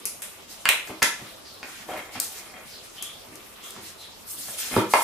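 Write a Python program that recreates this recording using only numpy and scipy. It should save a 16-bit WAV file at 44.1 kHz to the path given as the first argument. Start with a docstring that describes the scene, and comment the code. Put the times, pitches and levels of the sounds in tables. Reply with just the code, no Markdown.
"""In a bright tiled kitchen a dog walks to a small plastic fridge, noses and tugs its door strap and drags it about.
Claws and box are struck resonators: clicks set decaying sines ringing, as short ticks and hollow knocks.
Rubbing on the mat is a dense train of slips through the box modes; skids and snuffles are shaped noise.
Band-by-band decaying noise answers as the room, over steady hiss and a faint motor hum."""
import sys
import numpy as np
from scipy import signal
from scipy.io import wavfile

SR = 44100
rng = np.random.default_rng(int(sys.argv[2]) if len(sys.argv) > 2 else 0)


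def to_wav(sig):
    """Store sig (one row per channel, or 1-D mono) as 16-bit WAV at the path in sys.argv[1].

    Samples outside -1..1 are clipped; the rate is SR.
    """
    pcm = np.clip(np.atleast_2d(sig), -1, 1) * 32767
    pcm = np.round(pcm).astype(np.int16)
    wavfile.write(sys.argv[1], SR, pcm.T)  # frames by channels


def how_loud(loudness_db):
    """Turn decibels into a plain amplitude multiplier (0 dB gives 1, 20 dB gives 10)."""
    steps = np.asarray(loudness_db, float) / 20
    return 10 ** steps


N = 221900


def rms_one(x):
    """Normalisation: scale to a root-mean-square value of 1."""
    return x / np.sqrt(np.mean(x ** 2) + 1e-20)


def at_hz(points, hz, column=1):
    """Logarithmic frequency scale: interpolate a table column along it."""
    points = np.array(points)
    return np.interp(np.log(hz), np.log(points[:, 0]), points[:, column])


def filtered(x, order, cut_hz, kind):
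    """Linear filtering: a Butterworth response of the given order and kind."""
    return signal.sosfilt(signal.butter(order, cut_hz, kind, fs=SR, output="sos"), x)


def strokes(rows, attack_s, release_s):
    """Amplitude envelope: for each row a straight rise, a hold and a straight fall."""
    t = np.arange(N) / SR
    envelopes = []
    for s, held_s, db, *_ in rows:
        corners = [s - attack_s, s, s + held_s, s + held_s + release_s]
        envelopes.append(np.interp(t, corners, [0, how_loud(db), how_loud(db), 0]))
    return np.array(envelopes)


def blend(levels, values):
    """Weighted mean: a quality follows the strokes then sounding, by their strength."""
    return np.sum(levels * values, axis=0) / (levels.sum(axis=0) + 1e-12)


def drift(rate_hz):
    """Low-pass random fluctuation: two equal poles at rate_hz leave slow chance with spread 1."""
    r = np.exp(-80 * np.pi * rate_hz / SR)   # computed at one point per 40 samples
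    white = rng.standard_normal(N // 40 + 2002)
    slow = signal.lfilter([1], [1, -2 * r, r * r], white)[2000:]
    return np.interp(np.arange(N) / 40, np.arange(len(slow)), rms_one(slow))


def ring(clicks, hz, t60):
    """Damped resonance: a unit click starts a sine of height 1, with t60 never below 1 ms."""
    r = how_loud(-60 / (max(t60, .001) * SR))
    w = 2 * np.pi * hz / SR
    return signal.lfilter([0, np.sin(w)], [1, -2 * r * np.cos(w), r * r], clicks + 1e-18)


def strike(times, modes, gains_db, scatter_db, pan_db=0, contact_s=0):
    """Modal excitation: each blow starts each mode at its own strength and moment; gains_db is blows x modes."""
    flight_s = 0.000996
    sides_db = pan_db * np.array([[.5], [-.5]])   # left, right
    chance = rng.standard_normal((len(times), len(modes), 2))
    out = 0
    for k, (hz, level_db, t60) in enumerate(modes):
        delay_s = flight_s + contact_s * abs(chance[:, k, 1])
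        at = ((np.array(times) + delay_s) * SR).astype(int)
        strength_db = gains_db[:, k] + level_db + scatter_db * chance[:, k, 0]
        clicks = np.zeros((2, N))
        clicks[:, at] = how_loud(strength_db + sides_db) * (-1) ** k   # alternate modes start inverted
        out = out + ring(clicks, hz, t60)
    return out


def bands(size, likeness):
    """Interaural coherence: half-octave stereo noise whose mid and side shares set left-right likeness."""
    edges_hz = 22 * 2 ** np.arange(0, 9.6, .5)
    white = rng.standard_normal((2, 2, size))   # neighbouring bands use different noise
    for k, (low, high) in enumerate(zip(edges_hz, edges_hz[1:])):
        mid, side = filtered(white[k % 2], 2, [low, high], "band")
        hz = np.sqrt(low * high)
        alike = np.clip(at_hz(likeness, hz), 0, 1)
        yield hz, np.sqrt(1 + alike) * mid + np.sqrt(1 - alike) * side * [[1], [-1]]


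# claws on tile: t/s, strength/dB, tick centre f/Hz, tile clack re strength/dB,
# direct path as shaded by the dog's body/dB
CLAWS = [(0.0537, -7, 11000, -28, -5), (0.2188, -11, 9000, -18.5, -12.5), (0.6884, -0.5, 10200, -7, 0.5),
         (1.0268, 0.5, 6500, -17.5, -4), (2.1996, -7, 9700, -37, 1), (3.024, -14.5, 10100, -20, -5),
         (3.3553, -29.5, 8960, -35, -1), (3.6382, -30.5, 7250, -9, -7), (3.706, -30, 8540, -31, 2.5),
         (3.8352, -40, 9780, -13, -1), (4.586, -20, 7980, -16, -4)]
# modes of the hard claw tip: f/Hz, level/dB, t60/s
CLAW_MODES = [(4500, 1.5, 0.0014), (6770, -1.5, 0.0015), (8420, 1.5, 0.0014), (10780, 2.5, 0.0011),
              (12400, 0.5, 0.0011), (14500, -12, 0.0021)]
# modes of the tile: f/Hz, level/dB, t60/s
TILE_MODES = [(1670, 6, 0.0017), (1915, 0, 0.0049), (2580, -1, 0.0042), (3400, -1, 0.0037),
              (4000, -5, 0.0061)]


def claws():
    """Impact excitation: a hard tip ticks high and the tile clacks below, with nothing beneath them in the
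    bass."""
    clack_hz = 2540
    s, strength_db, tick_hz, clack_db, _ = np.transpose(CLAWS)[:, :, None]
    tip_octaves = np.log2(np.array(CLAW_MODES)[:, 0] / tick_hz)
    tile_octaves = np.log2(np.array(TILE_MODES)[:, 0] / clack_hz)
    tip_db = strength_db + 3.5 - 6.0 * tip_octaves ** 2
    tile_db = strength_db + clack_db + 8 - 9.9 * tile_octaves ** 2
    tips = strike(s[:, 0], CLAW_MODES, tip_db, scatter_db=2, pan_db=6.0)
    clacks = strike(s[:, 0], TILE_MODES, tile_db, scatter_db=2.06, pan_db=-9.0)
    return filtered(tips, 2, 5300, "high") + filtered(clacks, 2, 600, "high")


# returns of each tick from floor, box and door: delay t/s, level/dB
NEAR_ECHOES = [(.0009, -8.5), (.0016, -8.5), (.0027, -13)]


def heard_directly(ticks):
    """Direct sound and early reflection: a path shaded anew at each claw, then its nearest echoes."""
    s, shade_db = np.array(CLAWS)[:, 0], np.array(CLAWS)[:, -1]
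    latest = np.maximum(np.searchsorted(s, np.arange(N) / SR) - 1, 0)
    straight = ticks * how_loud(shade_db)[latest]
    echoes = sum(how_loud(db) * np.roll(straight, round(late_s * SR), axis=1) for late_s, db in NEAR_ECHOES)
    return straight + echoes


# blows on the box: t/s, strength/dB, f/Hz struck hardest, thump of the whole box re strength/dB,
# door panel re strength/dB
KNOCKS = [(0.654, -14, 1740, -45, -12), (0.873, -36, 1770, -26, -32), (0.893, -23.5, 324, -22, -17),
          (1.019, -18, 1570, -32, -6.5), (1.023, -13, 1620, -31, -24.5), (1.212, -36, 342, -6, -20),
          (1.629, -35, 1950, -26, -2), (1.885, -21.5, 520, -37, -12.5), (1.935, -20, 700, -47.5, -14.5),
          (2.152, -24.5, 262.5, -18.5, -12.5), (3.268, -39, 283, -14, -13), (3.762, -37, 1000, -14, -6),
          (4.482, -31.5, 880, -19, -14), (4.712, -23, 328, -24, -16), (4.763, -4, 386, -14.5, -10),
          (4.936, -10, 1480, -39, 1), (4.952, -28.5, 1290, -39, 2.5)]
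# modes of the hollow plastic box and door: f/Hz, level/dB, t60/s
BOX = [(103, 2, 0.072), (120.2, -1, 0.14), (207.5, -8, 0.29), (259, -3, 0.089), (322.7, -5.5, 0.14),
       (376, -1, 0.088), (487, -5.5, 0.069), (604, -4, 0.087), (758, 0, 0.059), (959, 4.5, 0.024),
       (1142, 6, 0.011), (1350, 7.5, 0.022), (1678, 8, 0.017), (2113, 10, 0.021), (2460, 6.5, 0.034),
       (3215, 1, 0.048), (3780, 0, 0.013)]
# modes of hard plastic at the point of contact: f/Hz, level/dB, t60/s
CONTACT = [(2350, 19, 0.0014), (2880, 8.5, 0.0094), (4600, 6, 0.0064), (6700, 2.5, 0.0041),
           (8300, 7, 0.00062)]


def knocks():
    """Modal selection: the blow favours modes near its own pitch; low modes thump, the door rings, contact cracks."""
    s, strength_db, hz, thump_db, door_db = np.transpose(KNOCKS)[:, :, None]
    mode_hz = np.array(BOX)[:, 0]
    brightness = np.log2(hz / 1000)   # octaves above 1 kHz
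    # a brighter blow reaches a wider range of modes, and cracks more
    spread_octaves = 0.61 * 2 ** (0.33 * brightness)
    crack_db = -17 + 11 * brightness

    gains_db = strength_db - 12.0 - 5.8 * (np.log2(mode_hz / hz) / spread_octaves) ** 2
    is_thump = mode_hz < 230
    is_door = (mode_hz > 860) & (mode_hz < 1250)
    gains_db = np.where(is_thump, strength_db + thump_db + 5.0, gains_db)
    gains_db = np.where(is_door, strength_db + door_db - 0.5, gains_db)

    crack_gains_db = strength_db + crack_db + np.zeros(len(CONTACT))
    crack = strike(s[:, 0], CONTACT, crack_gains_db, scatter_db=3.5)
    body = strike(s[:, 0], BOX, gains_db, scatter_db=1.5, pan_db=-1.5, contact_s=0.001514)
    return filtered(body + crack, 2, 80, "high")   # too small to radiate deep bass


# box rubbing on its mat: t/s, held t/s, level of the walls/dB, door panel re walls/dB, grit re walls/dB
RUB = [(0.898, .005, -36.5, 2, -4), (1.211, 0.038, -47.5, 3, -1.5), (1.625, 0.06, -52, 6.5, -1),
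       (1.806, .005, -45, 2.5, -16), (1.906, 0.041, -43.5, 10, 6.5), (1.973, 0.0094, -46, 12, 13.5),
       (2.065, 0.018, -50, 9.5, 9), (2.16, 0.016, -44, 7.5, 8.5), (2.32, 0.25, -60.5, 9.5, 12.5),
       (2.555, 0.078, -60, 10, 10.5), (2.99, 0.0096, -56, 2, -12), (3.149, 0.012, -51.5, -3, 1),
       (3.3, 0.018, -43.5, -15, -19), (3.775, 0.0088, -42, -3, -7), (4.47, 0.25, -57.5, 5, 11),
       (4.731, 0.09, -41.5, 9, 10.5)]


def rub():
    """Stick-slip friction: dense uneven slips shake the walls, the door panel and, with grit, the high modes."""
    levels = strokes(RUB, attack_s=0.028, release_s=0.029)
    door_db, grit_db = np.array(RUB)[:, 3:].T
    slips_per_s = 700 * how_loud(5.5 * drift(30))
    happens = rng.random(N) < slips_per_s / SR
    size = how_loud(4.0 * np.minimum(rng.exponential(1, N), 4))
    slips = happens * size * rng.choice([-1, 1], N)
    dealt = rng.integers(0, 4, N)   # each slip drives every fourth mode
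    # while rubbing, the modes ring for 0.6 of their tabled t60
    modes = [how_loud(db) * ring(slips * (dealt == k % 4), hz, 0.6 * t60) for k, (hz, db, t60) in enumerate(BOX)]
    walls = rms_one(sum(modes[2:7]))
    door = rms_one(sum(modes[7:11]))
    grit = rms_one(sum(modes[11:]))
    rubbing = levels.sum(axis=0) * walls + how_loud(door_db) @ levels * door + how_loud(grit_db) @ levels * grit
    return how_loud(-7.5) * rubbing


# paws and strap sliding: t/s, held t/s, level/dB, tilt toward the low treble/dB per octave below 9 kHz
SKID = [(0.513, 0.0035, -43, -4.5), (0.874, 0.0038, -45.5, -9.5), (1.226, .05, -53.5, -1),
        (1.68, 0.13, -52.5, 0.5), (1.9, 0.0041, -47, -3), (1.966, 0.0046, -48, -7.5),
        (2.144, 0.01, -47, 1.5), (2.229, 0.021, -36, -7.5), (2.32, 0.063, -45.5, -4.5),
        (2.68, 0.07, -53.5, -1), (2.849, 0.006, -50.5, -4), (2.95, .02, -53.5, -1.5),
        (3.646, 0.055, -47.5, -5.5), (3.76, 0.015, -56, 2), (3.839, 0.048, -47.5, -3.5),
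        (4.016, .01, -54.5, -0.5), (4.298, 0.02, -38.5, -11.5), (4.386, .16, -39.5, -7.5),
        (4.603, 0.0046, -32.5, -3.5), (4.66, 0.13, -38, -4), (4.924, .12, -34, -5)]
# spectrum of sliding: f/Hz, density level/dB per Hz
SKID_COLOUR = [(880, -38), (1500, 2.5), (2520, -0.5), (3610, 2), (4140, 0.5), (11600, -3.5), (14500, -10.5),
               (15500, -16)]
# stereo likeness of skids and of the kitchen's echo: f/Hz, left-right likeness/1
LIKENESS = [(30, .7), (70, 0.46), (250, 1), (500, 0.87), (1000, 0.69), (2000, 0.3), (4000, 0.023),
            (12000, 0.24)]


def skid():
    """Friction noise: fine broadband hiss from sliding, tilted lower for a heavier slide."""
    levels = strokes(SKID, attack_s=0.037, release_s=0.049)
    tilt_db = blend(levels, np.array(SKID)[:, 3:])
    noise = 0
    for hz, band in bands(N, LIKENESS):
        if hz > 1200:
            band_db = at_hz(SKID_COLOUR, hz) + tilt_db * np.log2(9000 / hz) + 2.73 * drift(20.0)
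            noise = noise + how_loud(band_db) * band
    return how_loud(5.0) * levels.sum(axis=0) * noise


# snuffles: t/s, held t/s, level/dB, first centre f/Hz
SNUFFLE = [(1.27, 0.025, -52, 3746), (1.464, .005, -47, 4900), (1.54, 0.033, -55, 4080),
           (2.701, .06, -48.5, 5150), (2.985, .03, -43.5, 3210), (3.05, 0.061, -48, 3390),
           (3.64, 0.014, -46, 3310), (3.998, 0.046, -48, 4000)]


def snuffle():
    """Turbulent flow: breath in the nostrils is noise round a moving centre, from whistly to breathy."""
    rest_hz, settle_s = 3496, .08   # the nostrils relax toward one pitch
    whistle_hz, breathy_per_khz = 2830, 0.38   # the higher the centre, the breathier
    levels = strokes(SNUFFLE, attack_s=.025, release_s=.07)
    s, first_hz = np.array(SNUFFLE)[:, :1], np.array(SNUFFLE)[:, 3:]
    since_s = np.maximum(np.arange(N) / SR - s, 0)
    hz = blend(levels, rest_hz + (first_hz - rest_hz) * np.exp(-since_s / settle_s))

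    narrow = rms_one(filtered(rng.standard_normal((2, N)), 2, 230, "low"))
    wide = rms_one(filtered(rng.standard_normal((2, N)), 2, 900, "low"))
    share = np.clip(breathy_per_khz * (hz - whistle_hz) / 1000, 0, 1)
    breath = np.sqrt(1 - share) * narrow + np.sqrt(share) * wide
    # two noises in quadrature carry the breath up to its centre
    phase = np.cumsum(2 * np.pi * hz / SR)
    carried = breath[0] * np.cos(phase) + breath[1] * np.sin(phase)
    return how_loud(-2) * levels.sum(axis=0) * carried


# reverberation of the tiled kitchen: f/Hz, t60/s, level/dB
KITCHEN = [(102, 0.56, -23), (280, 0.24, 2), (786, 0.34, -1), (2000, 0.42, 1), (5130, 0.36, 1),
           (9600, 0.31, -4.5), (14000, 0.28, -5)]


def kitchen(x):
    """Diffuse reverberation: reflections thicken briefly, then each band dies with its own decay and energy."""
    build_up_s = 0.0008
    t = np.arange(SR // 2) / SR
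    tail = 0
    for hz, band in bands(len(t), LIKENESS):
        decay = how_loud(-60 * t / at_hz(KITCHEN, hz)) * (1 - np.exp(-t / build_up_s))
        unit_energy = decay / np.sqrt(np.sum(decay ** 2))
        tail = tail + how_loud(at_hz(KITCHEN, hz, column=2)) * band * unit_energy
    return signal.fftconvolve(x[None], tail, axes=1)[:, :N]


# spectrum of the room hiss, relative: f/Hz, density level/dB per Hz
HISS = [(15, -35), (25, -1.5), (96, -5), (148, -2.5), (523, 1.5), (1080, -3.5), (1170, -2), (1570, -7),
        (3530, -5.5), (6050, -9), (11500, -9), (14300, -11), (15500, -25)]
# stereo likeness of the hiss: f/Hz, left-right likeness/1
HISS_LIKENESS = [(30, 0.89), (60, 0.12), (200, 0.28), (700, 0.25), (2400, 0.035), (12000, 0.06)]
# humps of the motor hum: f/Hz, level/dB, width/Hz
HUM = [(92.8, -66.5, 20), (215.8, -69, 6.3), (1180, -66, 4.7)]


def background():
    """Stationary noise: steady hiss that wavers a little, with a motor's narrow resonant humps."""
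    together = drift(22.0)
    hiss = 0
    for hz, band in bands(N, HISS_LIKENESS):
        band_db = at_hz(HISS, hz) + 0.15 * together + 2.5 * drift(10)
        hiss = hiss + how_loud(band_db) * band
    hum = 0
    for hz, db, width_hz in HUM:
        hump = ring(rng.standard_normal(N), hz, 2.1 / width_hz)   # a longer ring is a narrower hump
        hum = hum + how_loud(db) * rms_one(hump)
    return how_loud(-46) * rms_one(hiss) + hum


def scene():
    """Superposition: direct sources near the door, their echo in the kitchen, and the background."""
    ticks, slide = claws(), skid()
    box = knocks() + rub() + snuffle()
    echo = kitchen((ticks + slide + box).mean(axis=0))
    diffuse = echo + slide + background()
    # steep low-pass on echo, slide and background: 40 dB down from 15.4 kHz
    low_pass = signal.cheby2(10, 40, 15400, fs=SR, output="sos")
    return heard_directly(ticks) + box + signal.sosfilt(low_pass, diffuse)


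def top_cut(x):
    """Nothing passes above the cut-off."""
    return signal.sosfilt(signal.butter(12, 16650, fs=SR, output="sos"), x)


def record(dry):
    """Transducer response and saturation: the microphone drops the deepest bass and peaks are rounded."""
    heard = filtered(dry, 1, 30, "high")
    mix = 0.95 * np.tanh(heard / 0.93)
    return top_cut(mix)


dry = scene()
out = record(dry)
to_wav(out)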